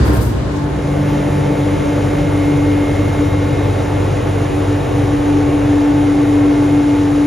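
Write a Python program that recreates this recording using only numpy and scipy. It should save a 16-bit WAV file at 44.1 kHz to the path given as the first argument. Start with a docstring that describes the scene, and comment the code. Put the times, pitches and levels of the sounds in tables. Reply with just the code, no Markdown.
"""An old hydraulic lift, heard from two places. First inside the shaft: the car frame booms and a guide
shoe hisses along its rail on the left. With two spits of hiss this dissolves into the open oil tank, the
microphone close over the oil: a submerged pump hums and whines, beating against its motor, and returning
oil rushes and foams between ringing steel walls. The microphone draws back, the pump's main tone grows
strong, and the rumble drops as the microphone passes the rim."""
import sys
import numpy as np
from scipy import signal
from scipy.fft import rfft, irfft
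from scipy.io import wavfile
from scipy.ndimage import uniform_filter1d

SR = 44100
rng = np.random.default_rng(int(sys.argv[2]) if len(sys.argv) > 2 else 0)


def transcribe(u):
    """Save the signal u as a 16-bit wav file named by the first command-line argument.

    u: samples, shape (n,) or (channels, n), limited to [-1, 1]; the rate is SR.
    q: integer samples, one column per channel.
    """
    v = np.clip(np.atleast_2d(u).T, -1, 1)
    q = np.round(v * 32767).astype(np.int16)
    wavfile.write(sys.argv[1], SR, q)


N = 320166
TIME = np.arange(N) / SR
FREQ = np.maximum(np.arange(N // 2 + 1) * SR / N, 1)
PUMP_HZ, MAINS_HZ = 48.5, 50  # turns a second of the pump; the motor's supply

# how alike the two microphone ports hear the tank (1 = the same): frequency_hz, likeness
TANK_LIKENESS = [(110, 1), (200, 0.87), (380, 0.57), (650, 0.14), (1200, 0.38), (2200, 1), (4000, 0.86),
                 (6000, 1), (12500, 1), (15000, 0.32)]
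# antinodes and nodes the microphone drifts through: pump_harmonic, centre_s, half_length_s, gain_db
STANDING_WAVES = [(1, 3.4, 3.2, 5.5), (2, 3.7, 2.3, 10.5), (3, 1.13, 1.12, 12.5), (4, 1.1, 1.06, 18.5),
                  (44, 2.9, 1, 8.5), (44, 4.8, 0.66, -11), (44, 6.15, 0.55, 3.5), (52, 4.2, 1.0, 5),
                  (52, 6.65, 0.65, 7)]


def undb(db):
    """Decibels to gain."""
    return 10 ** (np.asarray(db) / 20)


def unit(x):
    """Scale to rms 1."""
    return x / np.sqrt(np.mean(x ** 2))


def noise():
    """Two unrelated white noises."""
    return rng.standard_normal((2, N))


def ramp(start_s, end_s):
    """Rise from 0 to 1 between two times."""
    return np.clip((TIME - start_s) / (end_s - start_s), 0, 1)


def bump(centre_s, half_s):
    """A smooth rise to 1 and back."""
    return np.exp(-((TIME - centre_s) / half_s) ** 2)


def walk(rate_hz):
    """Smooth random wander with a spread near 1."""
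    hold = int(SR / rate_hz)
    steps = rng.standard_normal(1024)[np.arange(N) // hold % 1024]
    return np.sqrt(2) * uniform_filter1d(uniform_filter1d(steps, hold), hold)


def across(points):
    """Spread rows of frequency_hz, value over the frequency axis."""
    hz, value = np.transpose(points)
    return np.interp(np.log(FREQ), np.log(hz), value)


def shape(x, gain):
    """Filter by a gain per frequency."""
    return irfft(rfft(x) * gain, N)


def resonance(hz, width_hz):
    """Steep-sided resonance, gain 1 at the centre."""
    return 1 / (1 + .5j * hz / width_hz * (FREQ / hz - hz / FREQ)) ** 2


def body(modes):
    """Response of several resonances; neighbours swing a quarter cycle apart."""
    return sum(1j ** k * undb(db) * resonance(hz, width) for k, (hz, width, db) in enumerate(modes))


def pan(x, left_db):
    """Place a sound; left_db is left minus right."""
    return x * undb(np.array([[left_db], [-left_db]]) / 2)


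def ports(pair, likeness):
    """Blend two unrelated sounds into left and right at rms 1, as alike as the table says."""
    alike = np.clip(across(likeness), -1, 1)
    mid, side = shape(pair, np.sqrt([1 + alike, 1 - alike]))
    return unit(np.array([mid + side, mid - side]))


def turbulence(flicker_db, rate_hz):
    """Two noises in ten octave bands that flicker each on its own."""
    white, octave = rfft(noise()), np.log2(FREQ / SR) + 10
    bands = (irfft(white * np.maximum(1 - abs(octave - k), 0), N) for k in range(10))
    return unit(sum(band * undb(flicker_db * walk(rate_hz)) for band in bands))


def lift_car():
    """The moving car shudders once, drones and booms in the masonry shaft, and the steel rail rings."""
    # resonances of the shaft: centre_hz, width_hz, gain_db
    shaft_modes = [(58, 6, -0.5), (91, 7.3, 0), (119.5, 8.3, 0.5), (187.4, 6.4, -9), (238, 13, -9.5),
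                   (307.7, 14.7, -5), (390.6, 5.9, -8), (940, 12, -18), (1053, 15, -16)]
    # spectrum of the air in the shaft: frequency_hz, gain_db
    air_spectrum = [(60, -10), (150, 0.8), (300, -5), (500, -4), (700, -9), (1050, -15), (1500, -15),
                    (2500, -25), (4000, -26.5), (4800, -31), (7000, -33.5), (10000, -41), (15000, -56)]
    # how alike the two ports hear the shaft: frequency_hz, likeness
    shaft_likeness = [(60, 0.92), (130, 0.97), (290, 0.59), (640, 0.22), (1400, 0.15), (15000, .05)]
    shudder = bump(centre_s=.029, half_s=.21)
    drone_hz = 64.4 * (1 + .024 * walk(12))
    drone = np.sqrt(2) * np.sin(2 * np.pi * np.cumsum(drone_hz) / SR)
    boom = ports(shape(noise(), body(shaft_modes)), shaft_likeness)
    air = shape(turbulence(flicker_db=1.2, rate_hz=14.1), undb(across(air_spectrum)))
    air = pan(ports(air, shaft_likeness), left_db=1)
    rail = np.exp(-TIME / .4) * unit(shape(noise(), resonance(hz=4770, width_hz=220)))
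    stirred = undb(-18.5) * boom + undb(-22.5) * air + undb(-46) * rail
    return undb(-24 + 9.5 * shudder) * drone + undb(4.5 * shudder) * stirred


def harmonic(turns, multiple):
    """A sine of rms 1 and random phase at a multiple of the pump's turning rate."""
    return np.sqrt(2) * np.sin(2 * np.pi * (multiple * turns + rng.random()))


def standing_wave(turns, multiple):
    """A pump harmonic that swells or sinks as the microphone drifts through an antinode or a node."""
    swell_db = sum(db * bump(s, half_s) for k, s, half_s, db in STANDING_WAVES if k == multiple)
    return undb(swell_db) * harmonic(turns, multiple)


def pump_drone(turns, near):
    """The pump's pressure ripple and its motor's magnetic hum, which carry into the lift shaft too."""
    # low hum, away from any antinode: pump_harmonic, relative_db
    hum_lines = [(1, -34.5), (2, -30), (3, -31), (4, -46)]
    # steady overtones of the ripple: pump_harmonic, relative_db
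    ripple_lines = [(8, -39.5), (10, -40.5), (12, -42), (14, -42.5), (18, -38.5), (19, -50), (24, -49.5),
                    (37, -49), (46, -55), (58, -56.5), (59, -59), (92, -64)]
    # course of the main tone: time_s, level_db
    tone_levels = [(0, -24), (.33, -39), (.55, -21), (.8, -29), (1.05, -18.5), (2.15, -20), (2.5, -16),
                   (3.6, -21), (4.49, -30), (4.58, -21), (5.22, -18), (5.3, -14.5), (6.4, -11.5),
                   (7.26, -13)]
    hum = sum(undb(db) * standing_wave(turns, k) for k, db in hum_lines)
    # twice the mains rate lies just above twice the pump's rate, so the two throb
    magnet = undb(-29) * harmonic(turns, 2 * MAINS_HZ / PUMP_HZ)
    # the sloshing oil shakes the overtones a little
    ripple = sum(undb(db + min(k / 4, 2) * walk(7)) * harmonic(turns, k) for k, db in ripple_lines)
    tone_db = np.interp(TIME, *np.transpose(tone_levels)) + .4 * walk(18)
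    tone = (undb(tone_db) + undb(-40) * walk(12)) * harmonic(turns, 6)
    return pan(tone, left_db=1.6) + (.41 + .64 * near) * pan(ripple + hum + magnet, left_db=.29)


def guide_shoe():
    """The shoe rubs its rail on the left: each rub catches quickly, holds and dies away."""
    # spectrum of the shoe's hiss: frequency_hz, gain_db
    hiss_spectrum = [(3000, -23), (4200, -19), (4700, 3), (5300, 0), (8500, 6), (10500, 4.5), (13000, 7),
                     (15500, 1)]
    # rubs on the rail: start_s, length_s, level_db
    rubs = [(0.043, .05, -42), (.125, .045, -41), (.205, 0.057, -41)]
    attack_s, decay_s = .01, .047
    friction = noise() * undb(.87 * walk(120))
    hiss = unit(shape(friction, undb(across(hiss_spectrum))))
    pressure = 0
    for start_s, length_s, db in rubs:
        release = np.exp(-np.maximum(TIME - start_s - length_s, 0) / decay_s)
        pressure += undb(db) * ramp(start_s, start_s + attack_s) * release
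    return pan(hiss * pressure, left_db=13)


def pump_whine(turns):
    """Two high harmonics of the pump waver in the standing waves near the tank."""
    # whines, away from any node or antinode: pump_harmonic, level_db
    whines = [(44, -45), (52, -53.5)]
    return sum(standing_wave(turns, k) * undb(db + .91 * walk(10)) for k, db in whines)


def screw_rattle(turns):
    """The pump's screws clatter in the same pattern on every turn."""
    one_turn = rng.standard_normal((2, round(SR / PUMP_HZ)))
    clatter = np.array([np.interp(turns % 1, np.linspace(0, 1, len(side)), side) for side in one_turn])
    return undb(-46) * ports(shape(clatter, resonance(hz=2440, width_hz=1040)), TANK_LIKENESS)


def tank_rumble(back):
    """The return jet shakes the steel tank; drawing back shifts the balance of its resonances."""
    # resonances of the tank and its room: centre_hz, width_hz, close_db, far_db
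    tank_modes = [(59.5, 7.5, -6, -8), (81.2, 1.4, 5.5, 3.5), (118, 6.1, -0.5, 3.5), (129.9, 4.1, 1.5, 1),
                  (143.2, 4.1, 1.5, 0.5), (173, 14, -5.5, -11.5), (200, 18.6, -8.5, -18.5),
                  (235.7, 4.4, -11.5, -12.5), (295.2, 14.1, -1.5, -1.5), (376, 13.7, -11, -5.5),
                  (449, 22, -11, -7), (488.7, 14, -7, -6.5), (571.6, 20.6, -9, -28), (768, 92, -37, -16),
                  (1102, 41, -22, -18.5), (2215, 400, -32.5, -36)]
    hz, width_hz, close_db, far_db = np.transpose(tank_modes)
    jet = noise()
    close = shape(jet, body(zip(hz, width_hz, close_db)))
    far = shape(jet, body(zip(hz, width_hz, far_db)))
    return (1 - back) * close + back * far


def bubbles(low_hz, high_hz, cycles, spread_db, per_pitch):
    """A crowd of bubbles, each a short ring that rises in pitch: mostly faint, a few loud."""
    crowd = np.zeros((2, N))
    for hz in np.geomspace(low_hz, high_hz, 24):
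        age = np.arange(int(cycles * SR / hz) + 2) * hz / SR / cycles
        ring = np.exp(-np.log(300) * age) * np.sin(2 * np.pi * cycles * age * (1 + age / 10))
        side, when, rarity = rng.random((per_pitch, 3)).T
        strength = undb(-spread_db * np.log(np.maximum(rarity, 1 / per_pitch)))
        births = np.zeros((2, N))
        births[(2 * side).astype(int), (N * when).astype(int)] = strength
        crowd += hz * signal.oaconvolve(births, ring[None])[:, :N]
    return unit(crowd)


def oil_rush():
    """The turbulent jet churns bubbles into the oil."""
    # spectrum of the rushing oil: frequency_hz, gain_db
    rush_spectrum = [(40, -39), (55, -11), (160, -9.5), (215, -7.5), (255, -4), (330, -5.5), (400, -2.5),
                     (490, -2.5), (620, -6), (820, -8.5), (1000, -14), (1400, -19.5), (2200, -25),
                     (5000, -44.5)]
    churn = bubbles(300, 2000, cycles=10, spread_db=1.2, per_pitch=600)
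    flow = turbulence(flicker_db=1.2, rate_hz=16)
    return shape(flow + undb(-8.5) * churn, undb(across(rush_spectrum)))


def oil_foam(turns):
    """Tiny bubbles fizz on the oil, pulsing faintly with the pump."""
    # spectrum of the foam: frequency_hz, gain_db
    foam_spectrum = [(600, -30), (1300, 5), (2000, 0.5), (2500, -2.5), (3000, -3.5), (3700, -5),
                     (4400, -11), (6500, -9), (10200, -12.5), (11700, -28), (15500, -31.5)]
    fizz = bubbles(1500, 14000, cycles=4, spread_db=1.8, per_pitch=2000)
    hiss = turbulence(flicker_db=.78, rate_hz=18)
    pulse = 1 + .02 * np.sin(2 * np.pi * turns)
    return pulse * shape(hiss + undb(-10.5) * fizz, undb(across(foam_spectrum)))


def valve_ring():
    """A faint narrow ring, likely from the return valve."""
    return shape(noise(), resonance(hz=3770, width_hz=52))


def oil_tank(turns):
    """The returning oil from above: the microphone starts close, draws back, then passes the rim."""
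    # the hiss spreads wide between left and right around 8 kHz: frequency_hz, left_lead_rad
    stereo_phase = [(2000, 0), (3500, .6), (6500, 0), (7300, 1), (7850, 3), (8600, 3.1), (9300, 1.4),
                    (11000, 0), (15000, -.6)]
    back, past_rim = ramp(2.3, 5.9), ramp(6.4, 7.26)
    layers = ((tank_rumble(back), -19 - 6 * past_rim),
              (oil_rush(), -22 - 1.5 * back),
              (oil_foam(turns), -34),
              (valve_ring(), -53 + 5.3 * bump(centre_s=3.4, half_s=.45)))
    tank = sum(ports(layer, TANK_LIKENESS) * undb(db) for layer, db in layers)
    spread = np.exp(.5j * across(stereo_phase) * np.array([[1], [-1]]))
    return pan(shape(tank, spread), left_db=.4)


def spits():
    """Short bursts of hiss, left of centre, that die away."""
    # spits of hiss: start_s, relative_db, decay_s, centre_hz
    bursts = [(.56, -39, 0.016, 5800), (1.08, -50, .07, 12800)]
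    sound = 0
    for start_s, db, decay_s, hz in bursts:
        hiss = unit(shape(noise(), resonance(hz, width_hz=.3 * hz)))
        attack = ramp(start_s, start_s + .3 * decay_s)
        sound += hiss * undb(db) * attack * np.exp(-abs(TIME - start_s) / decay_s)
    return pan(sound, left_db=4.6)


def scene():
    """The shaft dissolves into the tank while the pump turns steadily."""
    near = ramp(.33, 1.09)  # 0 in the shaft, 1 at the tank
    turns = np.cumsum(PUMP_HZ * (1 + .000283 * walk(2.004))) / SR
    shaft = (1 - near) ** .73 * lift_car() + guide_shoe()
    spitting = spits()
    pump = pump_drone(turns, near) + near * pump_whine(turns) + near ** 2 * screw_rattle(turns)
    return shaft + spitting + pump + near * oil_tank(turns)


def record(dry):
    """The recorder drops the deepest bass, clips at full scale and cuts the top."""
    bass_cut = signal.butter(8, 42, "high", fs=SR, output="sos")
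    top_cut = signal.ellip(10, .1, 80, 15500, fs=SR, output="sos")
    return signal.sosfilt(top_cut, np.clip(signal.sosfilt(bass_cut, dry), -1, 1))


dry = scene()
out = record(dry)
transcribe(out)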